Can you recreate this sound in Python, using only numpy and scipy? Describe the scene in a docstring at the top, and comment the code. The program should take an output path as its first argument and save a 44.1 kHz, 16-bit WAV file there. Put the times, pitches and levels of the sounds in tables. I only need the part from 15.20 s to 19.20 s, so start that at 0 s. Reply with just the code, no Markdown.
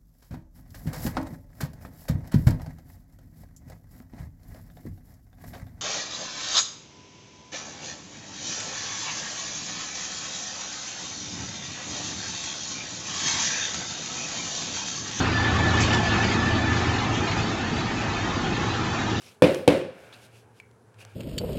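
"""A big waste shredder in a factory hall: its rotor drones and throbs, its knives grind scrap in a
ringing steel housing. Chunks clank about and fragments patter onto the pile. Under heavy load
rubbing steel squeals and hard pieces are crushed; after two seconds the load eases, the squeal
fades and the rotor picks up a little speed."""
import sys
import numpy as np
from scipy import signal
from scipy.fft import rfft, irfft
from scipy.io import wavfile
from scipy.ndimage import uniform_filter1d, map_coordinates

SR = 44100
rng = np.random.default_rng(int(sys.argv[2]) if len(sys.argv) > 2 else 0)


def inscribe(sig):
    """Save sig as 16-bit PCM at rate SR to the path in sys.argv[1].

    A 1-D sig is mono; a 2-D sig holds one channel per row.
    Samples are clipped to [-1, 1] before scaling.
    """
    pcm = np.round(np.clip(np.atleast_2d(sig).T, -1, 1) * 32767)
    wavfile.write(sys.argv[1], SR, pcm.astype(np.int16))


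N = 176400
TIME = np.arange(N) / SR


def rotor():
    """Drone: neighbouring rotor orders beat at about 9 Hz."""
    # 12th order: t/s, f/Hz
    pitch = [(0, 111.7), (1.2, 110.5), (1.9, 112), (2.7, 113.4), (4, 112.1)]
    # partials: multiple of turning rate, level/dB, fluttering share
    orders = [(9, -3, 0.29), (10, -10.5, 0), (11, -9.5, 0.4), (12, -0.5, 0)]
    # drone strength: t/s, level/dB
    level = [(0, -29.5), (.35, -28.5), (.7, -28.5), (1.3, -33), (2.05, -33.5), (2.4, -37), (2.8, -35.5),
             (3.1, -38), (3.5, -32), (3.8, -37), (4, -31)]
    angle_rad = 2 * np.pi * np.cumsum(curves(pitch)[0]) / SR / 12
    drone = sum(amp(db) * tone(k * angle_rad, rough, flutter_hz=4.33) for k, db, rough in orders)
    return amp(curves(level)[0]) * drone


def bites(centre_hz=100, scatter=0.098, rise_s=0.012):
    """A knife meeting a thick piece gives one short, deep throb."""
    # heavy bites: t/s, level/dB
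    throbs = [(0.059, -32), (.33, -19), (.882, -28), (1.134, -23), (1.315, -23), (1.511, -22.5),
              (1.677, -17.5), (1.782, -20.5), (1.9, -28), (1.999, -19), (2.09, -25), (2.18, -25),
              (2.881, -27), (3.021, -24), (3.14, -24), (3.509, -24)]
    out = np.zeros(N)
    for (onset_s, db), (detune, phase) in zip(throbs, rng.random((len(throbs), 2))):
        age_s = np.maximum(TIME - onset_s, 0)
        envelope = (age_s / rise_s * np.exp(1 - age_s / rise_s)) ** 2
        hz = centre_hz * (1 + scatter * (detune - .5))
        out += amp(db) * envelope * np.sin(2 * np.pi * (hz * age_s + phase))
    return out


def rumble():
    """Scrap tumbles and thuds in the cutting chamber."""
    # thud spectrum: f/Hz, level/dB
    spectrum = [(10, -23.5), (25, -15), (45, -6), (68, -6), (90, -7.5), (125, 0), (165, -1), (200, -1),
                (250, 0), (280, -3), (335, -3), (420, -7.5), (550, -14), (900, -49)]
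    thuds = hall(impacts(per_s=1400, spread_db=4), wet_db=1.5)
    return coloured(thuds, spectrum) * amp(0.2 * wobble(7.2))


def grinding():
    """Scrap cracks as it is cut; chunks tossed by the knives clatter."""
    # cutting spectrum: f/Hz, level/dB
    spectrum = [(200, -20), (450, -15.5), (580, -2.5), (680, 0), (800, 3), (920, -1), (1100, 0), (1350, -1),
                (1650, -3.5), (2050, -11), (2800, -11.5), (4500, -13), (8000, -35.5)]
    cracks = hall(impacts(per_s=1500, spread_db=4), wet_db=1.5)
    cutting = coloured(patchy(cracks, depth_db=3.8), spectrum) * amp(0.31 * wobble(40))
    chunks = collisions(per_s=170, low_hz=650, high_hz=3700, t60_s=.14, spread_db=10)
    return cutting + amp(-3.5) * chunks


def housing(load_db, load_share=0.18):
    """Scrap hammers the steel housing, which rings even under light load."""
    # resonances: f/Hz, width/Hz, level/dB
    modes = [(240.6, 67, 3.5), (317.4, 17, 8), (699, 33, -8.5), (769.3, 27, 4), (824.6, 13, 5.5),
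             (901, 25, -2), (1215, 32, 2), (1308, 20, -1.5), (1749, 19, 0), (2696, 12, -9),
             (3076, 35, -5.5), (3494, 55, -12.5), (4370, 22, -18.5), (5430, 12, -9)]

    def steel(f):
        return sum(amp(db) * 1j * f * width / (hz * hz - f * f + 1j * f * width)
                   for hz, width, db in modes)

    blows = hall(impacts(per_s=1200, spread_db=4), wet_db=4.5)
    return amp(-34.5 + load_share * (load_db - load_db.mean())) * unit(filtered(blows, steel))


def squeal(low_hz=1747, high_hz=3500, waver_hz=4.5):
    """Two modes of rubbing steel sing unsteadily; stick-slip makes the lower one rasp."""
    # squeal strength: t/s, level/dB
    level = [(0, -44), (.1, -39), (.17, -30), (.31, -29.5), (.39, -35.5), (.45, -29), (.59, -30),
             (.66, -43), (.73, -29.5), (.84, -34), (.94, -27.5), (1.03, -36.5), (1.075, -44), (1.11, -35),
             (1.15, -37.5), (1.22, -30), (1.33, -34), (1.46, -29), (1.6, -33), (1.75, -43.5), (2.4, -46.5),
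             (4, -44)]
    warped_s = np.cumsum(1 + waver_hz / low_hz * wobble(12)) / SR
    rasp_rad = .55 * wobble(190)
    low = tone(2 * np.pi * low_hz * warped_s + rasp_rad, rough=.35, flutter_hz=75)
    high = tone(2 * np.pi * high_hz * warped_s, rough=.75, flutter_hz=38)
    return amp(curves(level)[0]) * (low + amp(-15.5) * high)


def crunches(attack_s=.004):
    """Each hard piece is crushed in a dense burst of splinters."""
    # hard pieces: t/s, level/dB, hold/s, T60/s, tilt/(dB/octave)
    pieces = [(0.575, -33.5, .03, 0.16, -5), (0.607, -23.5, 0.019, .08, 11.5), (0.63, -33, .025, .1, -4.5),
              (0.697, -28, 0.036, .1, -11.5), (0.733, -27.5, 0.015, 0.043, 2.5),
              (0.922, -31, 0.041, .11, -15.5), (1.012, -28, 0.025, .14, -17),
              (2.112, -35.5, 0.013, 0.11, -4), (2.26, -37.5, .03, .12, -13), (3.443, -41.5, .014, .15, -7),
              (3.896, -36, .014, .14, -5)]
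    # splinter spectrum before tilt: f/Hz, level/dB
    spectrum = [(500, -26), (1200, -5.5), (2500, 5), (4200, 3.5), (6000, 1.5), (7700, -6.5)]
    out = np.zeros(N)
    for onset_s, db, hold_s, t60_s, tilt in pieces:
        age_s = TIME - onset_s
        envelope = np.clip(age_s / attack_s + 1, 0, 1) * decay(np.maximum(age_s - hold_s, 0), t60_s)
        tilted = [(hz, level + tilt * np.log2(hz)) for hz, level in spectrum]
        burst = hall(envelope * impacts(per_s=6800, spread_db=3), wet_db=-3.5)
        out += amp(db) * np.sqrt(np.mean(envelope ** 2)) * coloured(burst, tilted)
    return out


def clanks():
    """Loose chunks strike the steel and ring; small, high ones die sooner."""
    # strikes: t/s, f/Hz, level/dB
    strikes = [(.083, 323, -27), (.307, 818, -28), (.447, 1340, -24), (.681, 1100, -20), (.947, 193, -17.5),
               (.985, 782, -19), (1.04, 191.2, -16.5), (1.36, 267, -25.5), (1.688, 921, -24.5),
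               (1.693, 3090, -28), (1.845, 2100, -30), (1.975, 248, -20.5), (2.119, 2190, -26.5),
               (2.52, 235, -20), (2.566, 2100, -27), (2.813, 2760, -28), (3.16, 250, -20.5),
               (3.238, 779, -24), (3.551, 790, -26)]
    # chunk modes: frequency ratio, level/dB
    modes = [(1, -2), (1.38, -10), (1.869, -10)]
    out = np.zeros(N)
    for (onset_s, hz, db), phases in zip(strikes, rng.random((len(strikes), len(modes)))):
        age_s = np.maximum(TIME - onset_s, 0)
        ring = sum(amp(mode_db) * np.sin(2 * np.pi * (ratio * hz * age_s + phase))
                   for (ratio, mode_db), phase in zip(modes, phases))
        attack = 1 - np.exp(-age_s * hz / 2)
        out += amp(db) * ring * attack * decay(age_s, t60_s=0.1 * (1000 / hz) ** 0.41)
    return out


def fragments():
    """Shreds rain from the screen onto the pile in clumps, shards rattling among them."""
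    # fragment flow: t/s, level/dB
    flow = [(0, -33.5), (.2, -36), (.55, -32), (.8, -35.5), (1.05, -32), (1.15, -35.5), (1.6, -35.3),
            (2.15, -36), (2.35, -38), (2.6, -37), (3.3, -38.5), (3.5, -36.5), (4, -37.5)]
    # patter spectrum: f/Hz, level/dB
    spectrum = [(900, -7.5), (1900, -4), (2600, 0), (3600, -6.5), (4400, -7), (5200, -5), (6600, -1),
                (7600, -10.5)]
    ticks = walls(hall(impacts(per_s=3700, spread_db=4.5), wet_db=6.5))
    patter = coloured(patchy(ticks, depth_db=4.8), spectrum)
    flow_db = curves(flow)[0] + 1.1 * wobble(22)
    shards = collisions(per_s=170, low_hz=1700, high_hz=5000, t60_s=0.2, spread_db=7)
    return amp(flow_db - 1.5) * (patter + shards)


def collisions(per_s, low_hz, high_hz, t60_s, spread_db):
    """Metal pieces collide, each ringing briefly at its own pitch."""
    when, pitch, size = rng.random((int(per_s * N / SR), 3)).T[:, :, None]
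    hz = low_hz * (high_hz / low_hz) ** pitch
    age_s = np.arange(SR // 8) / SR
    strength = amp(spread_db * size) / np.sqrt(hz)
    rings = strength * decay(age_s, t60_s) * np.sin(2 * np.pi * hz * age_s)
    index = ((when * N).astype(int) + np.arange(len(age_s))) % N
    return unit(np.bincount(index.ravel(), rings.ravel(), N))


def impacts(per_s, spread_db):
    """Random blows of uneven strength."""
    chance, size, sign = rng.random(N), rng.standard_normal(N), rng.choice([-1, 1], N)
    return unit((chance < per_s / SR) * sign * amp(spread_db * np.clip(size, -2, 2)))


def walls(x, tau_s=0.014, echo_db=0.5, top_hz=4250):
    """Early reflections off floor and steel panels comb the midrange."""
    echo = rng.standard_normal(SR // 10) * np.exp(-TIME[:SR // 10] / tau_s)
    echo = amp(echo_db) * echo / np.linalg.norm(echo)
    return unit(filtered(x, lambda hz: 1 + rfft(echo, N) / (1 + (hz / top_hz) ** 10)))


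def hall(x, wet_db, t60_s=.6):
    """Direct sound plus a diffuse, decaying wash, at unchanged power."""
    tail = decay(TIME, t60_s) ** 2
    power = np.abs(irfft(rfft(x ** 2) * rfft(tail / tail.sum()), N))
    wash = np.sqrt(power) * rng.standard_normal(N)
    return (x + amp(wet_db) * wash) / np.hypot(1, amp(wet_db))


def patchy(x, depth_db, top_hz=7000):
    """Narrow bands swell and fade like brief rings, less so above top_hz."""
    hz, _, bands = signal.stft(x, SR, nperseg=1024, noverlap=768)
    field = uniform_filter1d(rng.standard_normal(bands.shape), size=3, axis=0)
    field = unit(uniform_filter1d(field, size=13, axis=1))
    gain_db = depth_db / (1 + (hz[:, None] / top_hz) ** 6) * np.minimum(field, 2)
    return signal.istft(bands * amp(gain_db), nperseg=1024, noverlap=768)[1][:N]


def tone(phase_rad, rough, flutter_hz):
    """Tone at rms 1; the share `rough` of its power flutters."""
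    swing = np.sqrt(1 - rough) + np.sqrt(rough) * unit(wobble(flutter_hz) + 1j * wobble(flutter_hz))
    return unit(np.real(swing * np.exp(1j * (phase_rad + 2 * np.pi * rng.random()))))


def coloured(x, spectrum):
    """x shaped by (f/Hz, level/dB) points on a log axis, at rms 1."""
    hz, db = np.transpose(spectrum)
    return unit(filtered(x, lambda f: amp(np.interp(np.log(f + 1), np.log(hz + 1), db))))


def filtered(x, response):
    """Circular filter with gain response(f/Hz)."""
    return irfft(rfft(x) * response(np.fft.rfftfreq(N, 1 / SR)), N)


def wobble(knots_per_s):
    """Smooth random curve."""
    return map_coordinates(rng.standard_normal(2048), [TIME * knots_per_s], mode="wrap")


def curves(rows):
    """One value per sample for each column after t/s."""
    times_s, *columns = np.transpose(rows)
    return [np.interp(TIME, times_s, column) for column in columns]


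def decay(age_s, t60_s):
    """Gain falling 60 dB in t60_s."""
    return amp(-60 * age_s / t60_s)


def amp(db):
    """dB to gain."""
    return 10 ** (np.asarray(db) / 20)


def unit(x):
    """Scale to rms 1."""
    return x / np.sqrt(np.mean(np.abs(x) ** 2) + 1e-20)


def scene():
    """All layers in mono; the load drives rumble, grinding and housing."""
    # knife load: t/s, rumble level/dB, grinding level/dB
    load = [(0, -26, -29.5), (.17, -29.5, -31), (.62, -27.5, -27.5), (1.02, -29, -30), (1.2, -27, -31),
            (1.8, -30.5, -31), (2, -29, -33.5), (2.35, -31, -33), (2.75, -31.5, -35), (3.17, -31, -34),
            (3.45, -29, -34), (3.75, -33.5, -33), (4, -31, -34.5)]
    rumble_db, grind_db = curves(load)
    low = rotor() + bites() + amp(rumble_db + 1.1) * rumble()
    cutting = amp(grind_db - 0.5) * grinding() + housing(grind_db) + squeal() + crunches() + clanks()
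    return (low + cutting + fragments())[None]


def record(dry, top_hz=7720, edge_hz=100):
    """Steep low-pass."""
    return filtered(dry, lambda hz: np.clip((top_hz - hz) / edge_hz + .5, 0, 1))


dry = scene()
out = record(dry)
inscribe(out)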